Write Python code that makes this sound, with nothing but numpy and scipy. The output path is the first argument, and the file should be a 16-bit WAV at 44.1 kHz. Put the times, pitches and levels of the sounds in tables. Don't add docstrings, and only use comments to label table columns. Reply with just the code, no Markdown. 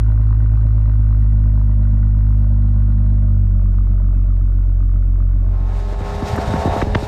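import sys
import numpy as np
from scipy import signal
from scipy.io import wavfile

SR = 44100
rng = np.random.default_rng(int(sys.argv[2]) if len(sys.argv) > 2 else 0)


def to_wav(sig):
    pcm = np.clip(np.atleast_2d(sig), -1, 1) * 32767
    pcm = np.round(pcm).astype(np.int16)
    wavfile.write(sys.argv[1], SR, pcm.T)


N = 311787
ROAD_N = 2 * SR
IDLE_STEPS_HZ = (46, 50, 53)
FIRINGS = np.arange(-6, 360)


def from_db(db):
    return 10 ** (np.asarray(db) / 20)


def rms_one(x):
    return x / np.sqrt(np.mean(x ** 2) + 1e-20)


def in_time(rows):
    return np.interp(np.arange(N) / SR, *np.transpose(rows))


def drift(rate_hz, size=N):
    r = np.exp(-80 * np.pi * rate_hz / SR)
    slow = signal.lfilter([1], [1, -2 * r, r * r], rng.standard_normal(size // 40 + 2002))[2000:]
    return np.interp(np.arange(size) / 40, np.arange(len(slow)), rms_one(slow))


def coloured(spectrum, flicker_db, rate_hz, size=N):
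    hz, db = np.transpose(spectrum)
    edges = 14 * 2 ** np.arange(0, 10.3, 1 / 3)
    white = rng.standard_normal((2, size))
    together, out = drift(rate_hz, size), 0
    for k, (low, high) in enumerate(zip(edges, edges[1:])):
        centre = np.sqrt(low * high)
        if hz[0] < centre < hz[-1]:
            band = signal.sosfilt(signal.butter(2, [low, high], "band", fs=SR, output="sos"), white[k % 2])
            band_db = np.interp(np.log(centre), np.log(hz), db)
            out += band * from_db(band_db + flicker_db * (2.7 * together + drift(rate_hz, size)))
    return rms_one(out)


def resonate(x, hz, width_hz):
    r = np.exp(-np.pi * width_hz / SR)
    b, a = [(1 - r * r) / 2, 0, (r * r - 1) / 2], [1, -2 * r * np.cos(2 * np.pi * hz / SR), r * r]
    return signal.lfilter(b, a, signal.lfilter(b, a, x))


def firing_note(firing_hz, cylinder_db, early_rad, stray_db, stray_rad):
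    # firing_hz, then rms level_db of orders 1 to 6
    exhaust_levels = [(45.6, -13.5, -21.5, -38.5, -39, -52.5, -45),
                      (47.24, -13, -20, -36.5, -33.5, -47, -45.5), (48.8, -14, -16, -31.5, -33.5, -40, -46),
                      (50.25, -13.5, -18, -33, -31.5, -37.5, -50.5),
                      (51.53, -12.5, -18, -34, -35.5, -41.5, -58),
                      (52.5, -13.5, -17.5, -40.5, -40.5, -44, -54.5)]
    # pitch_hz, width_hz, polarity, share of the unevenness
    pipe_modes = [(49.5, 7, 1, .04), (99, 16, -1, .25), (165, 20, 1, .6), (186, 12, -1, .85),
                  (236, 14, -1, .6), (285, 20, 1, 1.2)]
    # time_s, factor
    lope_curve = [(1.1, -.65), (1.6, -.3), (3.3, -.25), (3.7, 1)]
    lope = in_time(lope_curve)
    firing = np.cumsum(firing_hz) / SR - .465
    uneven_db = lope * np.interp(firing - .35, FIRINGS, cylinder_db) + np.interp(firing, FIRINGS, stray_db)
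    wobble = lope * np.interp(firing, FIRINGS, early_rad) + np.interp(firing, FIRINGS, stray_rad)
    lags = [np.arctan(2 * (k * firing_hz - hz) / width) for k, (hz, width, *_) in enumerate(pipe_modes, 1)]
    valve = firing + lags[0] / (2 * np.pi)
    rates_hz, *orders_db = np.transpose(exhaust_levels)
    note = 0
    for k, (db, lag, (_, _, polarity, share)) in enumerate(zip(orders_db, lags, pipe_modes), 1):
        peak = np.sqrt(2) * from_db(np.interp(firing_hz, rates_hz, db) + share * uneven_db)
        note += polarity * peak * np.cos(2 * np.pi * k * valve - lag + share * wobble)
    return note, valve


def tailpipe_knock(firing_hz, cycle, strength_db):
    # pitch_hz, nominal_width_hz, relative_db
    ring_modes = [(570, 36, 1.5), (621, 46, 3.5)]
    burst = cycle * np.exp(-cycle / .14) / .05
    echo = np.exp(4.7 * (np.cos(2 * np.pi * (cycle - .65)) - 1))
    gas = (.3 + (burst + .4 * echo) * from_db(strength_db)) * rng.standard_normal(N)
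    ring = sum(from_db(db) * resonate(gas, hz, 1.6 * width) for hz, width, db in ring_modes)
    return from_db(np.interp(firing_hz, IDLE_STEPS_HZ, (-52, -50.5, -51.5))) * rms_one(ring)


def tailpipe_puffs(firing_hz, cycle, opens, low_db, high_db):
    # pitch_hz, nominal_width_hz, fast_idle_relative_db, slow_idle_relative_db
    tip_modes = [(345, 51, 2, 8.5), (457, 16, -7, 2), (806, 39, 2, -2), (977, 130, -0.5, -4),
                 (1086, 280, -5, -3.5), (1245, 150, -4.5, 0.5), (1466, 110, -2, -3.5), (1910, 110, -8, -13),
                 (2130, 100, -19, -14), (2530, 120, -18.5, -14), (2880, 74, -19, -25),
                 (3090, 91, -22.5, -27.5), (4010, 350, -25.5, -28.5)]
    fast = np.clip((firing_hz - 46.5) / 4, 0, 1)
    leak = .027 * (.5 + np.exp(-cycle / .2))
    out = 0
    for hz, width, fast_db, slow_db in tip_modes:
        late, strength = rng.standard_normal((len(opens), 2)).T
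        strikes = np.clip(opens + (np.abs(late) * .0008 * SR).astype(int), 0, N - 1)
        gas = leak * rng.standard_normal(N)
        gas[strikes] += np.sign(late) * from_db((low_db if hz < 1050 else high_db) + 2.8 * strength)
        out += from_db(slow_db + fast * (fast_db - slow_db)) * resonate(gas, hz, 1.5 * width)
    return from_db(np.interp(firing_hz, IDLE_STEPS_HZ, (-52, -50.5, -47.5))) * rms_one(out)


def gas_burble():
    # frequency_hz, relative_density_db
    spectrum = [(15, -14), (30, -4), (70, 5), (120, 2.5), (180, -8), (300, -10), (450, -29.5),
                (1500, -34.5), (3000, -55.5)]
    return from_db(-35) * coloured(spectrum, flicker_db=.5, rate_hz=1.2)


def street_hiss():
    # frequency_hz, relative_density_db
    spectrum = [(1470, -34.5), (2500, -3.5), (3410, -10), (4000, -6.5), (13100, -11), (14100, -20),
                (15300, -54)]
    return from_db(-70) * coloured(spectrum, flicker_db=0, rate_hz=8.7)


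def idle():
    # time_s, firing_hz
    idle_speed = [(0.0, 52.64), (0.71, 53.09), (0.84, 52.36), (1.87, 50.34), (2.29, 51.02), (2.65, 49.94),
                  (3.17, 50.21), (3.61, 47.31), (4.24, 46.01), (5.18, 45.27), (5.46, 45.85), (5.8, 44.95),
                  (6.0, 45.4)]
    # note_db, early_rad (both at full lope), low_puff_db, high_puff_db, knock_db
    cylinders = [(4, .1, -1.5, -.5, -2), (0, .3, -4.5, -2.5, -1.5), (0, .2, 0, .5, -2), (-1, .1, 5, -.5, 1),
                 (-12, 0, 0, 1, 4), (4, -.8, 0, 1.5, -1)]
    firing_hz = in_time(idle_speed)
    note_db, early_rad, low_db, high_db, knock_db = np.transpose(cylinders)[:, FIRINGS % 6]
    scatter = rng.standard_normal((len(FIRINGS), 4)) * (.9, .14, 1, 1.5)
    stray_db, stray_rad, knock_accent_db, puff_accent_db = scatter.T
    note, valve = firing_note(firing_hz, note_db, early_rad, stray_db, stray_rad)
    cycle = (valve + .11) % 1
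    which = np.floor(valve + .13).astype(int) - FIRINGS[0]
    opens = np.flatnonzero(np.diff(which) > 0)
    knock = tailpipe_knock(firing_hz, cycle, (knock_db + knock_accent_db)[which])
    puff_db = [(db + puff_accent_db)[which[opens]] for db in (low_db, high_db)]
    puffs = tailpipe_puffs(firing_hz, cycle, opens, *puff_db)
    return note + knock + puffs + gas_burble() + street_hiss()


def engine_orders(load):
    # time_s, fundamental_hz
    road_speed = [(5.7, 33.4), (6.16, 33.87), (6.6, 34.3), (6.82, 34.8), (7.07, 35.2)]
    multiples = [6, 12, 15, 16, 18, 20, 22, 23, 24, 26, 28, 32, 38]
    # cruising_db, under_load_db, off_throttle_db
    order_levels = [(-4, -10, -2.5), (1, -13, -2.5), (-11, -11.5, -13), (-16, -20, -7.5), (-3.5, -15, -8),
                    (-8, -7, -13), (-5.5, -12.5, -11), (-15, -22, -14), (-10, -18, -7.5), (-5, -8.5, -10),
                    (-13, -17, -13), (-8, -15.5, -23), (-10.5, -23, -37)]
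    phase = 2 * np.pi * np.cumsum(in_time(road_speed)[-ROAD_N:]) / SR
    out = 0
    for k, db in zip(multiples, order_levels):
        gain = from_db(np.interp(load, range(3), db) + 1.7 * drift(7, ROAD_N))
        out += gain * np.cos(k * phase + .25 * drift(9, ROAD_N) + rng.uniform(0, 2 * np.pi))
    return from_db(np.interp(load, range(3), (-32.5, -19.5, -30))) * out


def bright_hiss(load):
    # frequency_hz, relative_density_db
    spectrum = [(1180, -29.5), (2000, -5.5), (3360, -9), (3790, -7.5), (4450, -9.5), (5370, -10.5),
                (5990, -13.5), (8000, -16.5), (10200, -32), (13300, -24), (15300, -40)]
    # time_s, level_db
    swell = [(5.69, -48.5), (5.77, -44), (5.97, -45.5), (6.06, -42.5), (6.19, -43.5), (6.279, -39.5),
             (6.41, -43), (6.69, -40.5), (6.82, -42.5), (6.84, -46), (7.07, -42.5)]
    # pitch_hz, width_hz, level_db against the hiss under load
    whistles = [(1740, 130, -5), (3750, 260, -6)]
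    hiss = coloured(spectrum, flicker_db=.6, rate_hz=13, size=ROAD_N)
    for hz, width, db in whistles:
        gain = from_db(db - 4.5 * np.abs(load - 1) + 2 * drift(12, ROAD_N))
        hiss += gain * rms_one(resonate(rng.standard_normal(ROAD_N), hz, width))
    return from_db(in_time(swell)[-ROAD_N:]) * hiss


def road_roar(load):
    # frequency_hz, relative_density_db
    spectrum = [(88, -26.5), (150, 4), (356, -13), (404, -3.5), (458, -6), (889, -2.5), (1170, -19.5),
                (1280, -9), (3000, -26.5), (3900, -59), (6600, -120)]
    level_db = np.interp(load, range(3), (-33, -27, -33))
    return from_db(level_db) * coloured(spectrum, flicker_db=.7, rate_hz=20, size=ROAD_N)


def wind_rumble():
    # frequency_hz, relative_density_db
    spectrum = [(15, -39.5), (25, -7.5), (59, 4), (86, 5.5), (134, -9.5), (210, -20.5), (250, -15),
                (320, -33.5), (550, -120)]
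    return from_db(-27) * coloured(spectrum, flicker_db=1, rate_hz=19, size=ROAD_N)


def driving():
    # time_s, state (0 cruising, 1 under load, 2 off the throttle)
    load_curve = [(5.9, 0), (6.7, 1), (6.822, 1), (6.84, 2)]
    load = in_time(load_curve)[-ROAD_N:]
    road = engine_orders(load) + bright_hiss(load) + road_roar(load) + wind_rumble()
    return np.pad(road, (N - ROAD_N, 0))


def exhaust_pops():
    # start_s, thump_db, crack_db, crack_top_hz, crack_length_s
    pops = [(5.922, -26, -40, 900, 0.0036), (6.005, -23, -33, 1800, 0.0041),
            (6.222, -14.5, -23, 990, 0.0029), (6.378, -12.5, -24, 1580, 0.011),
            (6.537, -10, -16.5, 1300, 0.0031), (6.65, -9, -20, 910, 0.0054),
            (6.671, -12, -20.5, 1290, 0.0039), (6.758, -15, -35, 900, 0.0047),
            (6.815, -9.5, -23.5, 2379, 0.013), (6.866, -16.5, -26, 900, .003),
            (6.948, -8, -16.5, 3280, 0.0087), (7.023, -17.5, -33, 1517, 0.0035)]
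    thump_s, rough_db, end_hz, sweep_hz = .017, 2.4, 65, 720
    out, t = np.zeros(N + SR), np.arange(SR // 12) / SR
    for start_s, thump_db, crack_db, top_hz, crack_s in pops:
        noise = rng.standard_normal((2, len(t)))
        dull_noise = signal.lfilter([1], [1, -.75], noise[0])
        crack = signal.sosfilt(signal.butter(3, [300, top_hz], "band", fs=SR, output="sos"), dull_noise)
        crack = rms_one(crack) * np.minimum(t / .001, 1) * np.exp(-(t / crack_s) ** 3)
        rough = rms_one(signal.sosfilt(signal.butter(2, 200, fs=SR, output="sos"), noise[1]))
        pitch_hz = (end_hz + sweep_hz * np.exp(-t / .004)) * from_db(rough_db * rough)
        envelope = np.minimum(t / .002, 1) * np.exp(-(t / thump_s) ** 2)
        thump = envelope * np.sin(2 * np.pi * np.cumsum(pitch_hz) / SR)
        out[round(start_s * SR):][:len(t)] += from_db(crack_db) * crack
        out[round((start_s + .6 * crack_s) * SR):][:len(t)] += from_db(thump_db) * thump
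    return out[:N]


def wind_gusts():
    # centre_s, level_db, half_length_s, pitch_hz
    gusts = [(6.332, -19, 0.022, 89.5), (6.397, -21, 0.02, 75), (6.499, -16, 0.023, 74),
             (6.56, -22, 0.015, 111), (6.601, -18, 0.018, 70), (6.716, -18, 0.027, 54.7),
             (6.845, -18, 0.023, 50), (6.913, -16.5, 0.035, 57.6), (6.979, -22, .015, 45)]
    out, t = np.zeros(N + SR), np.arange(-(SR // 8), SR // 8) / SR
    for centre_s, db, half_s, hz in gusts:
        swell = np.exp(-(t / half_s) ** 2)
        lump = swell * resonate(rng.standard_normal(2 * len(t)), hz, width_hz=.69 * hz)[len(t):]
        lump *= np.sqrt(np.sum(swell ** 2) / np.sum(lump ** 2))
        out[round(centre_s * SR) - SR // 8:][:len(t)] += from_db(db) * lump
    return out[:N]


def stone_tick():
    # start_s, peak_db
    ticks = [(6.3625, -19)]
    out = np.zeros(N)
    for start_s, db in ticks:
        out[round(start_s * SR):][:2] += from_db(db) * np.array([1, -.5])
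    return out


def scene():
    fade_s = (5.368, 6.36)
    fade = np.interp(np.arange(N) / SR, fade_s, [0, 1])
    car = (1 - fade) * idle() + fade * (driving() + wind_gusts())
    return (car + exhaust_pops() + stone_tick())[None]


def record(dry):
    stop_hz = 15400
    rounded = .96 * np.tanh(dry / .89)
    return signal.sosfilt(signal.cheby2(12, 70, stop_hz, fs=SR, output="sos"), rounded)


dry = scene()
out = record(dry)
to_wav(out)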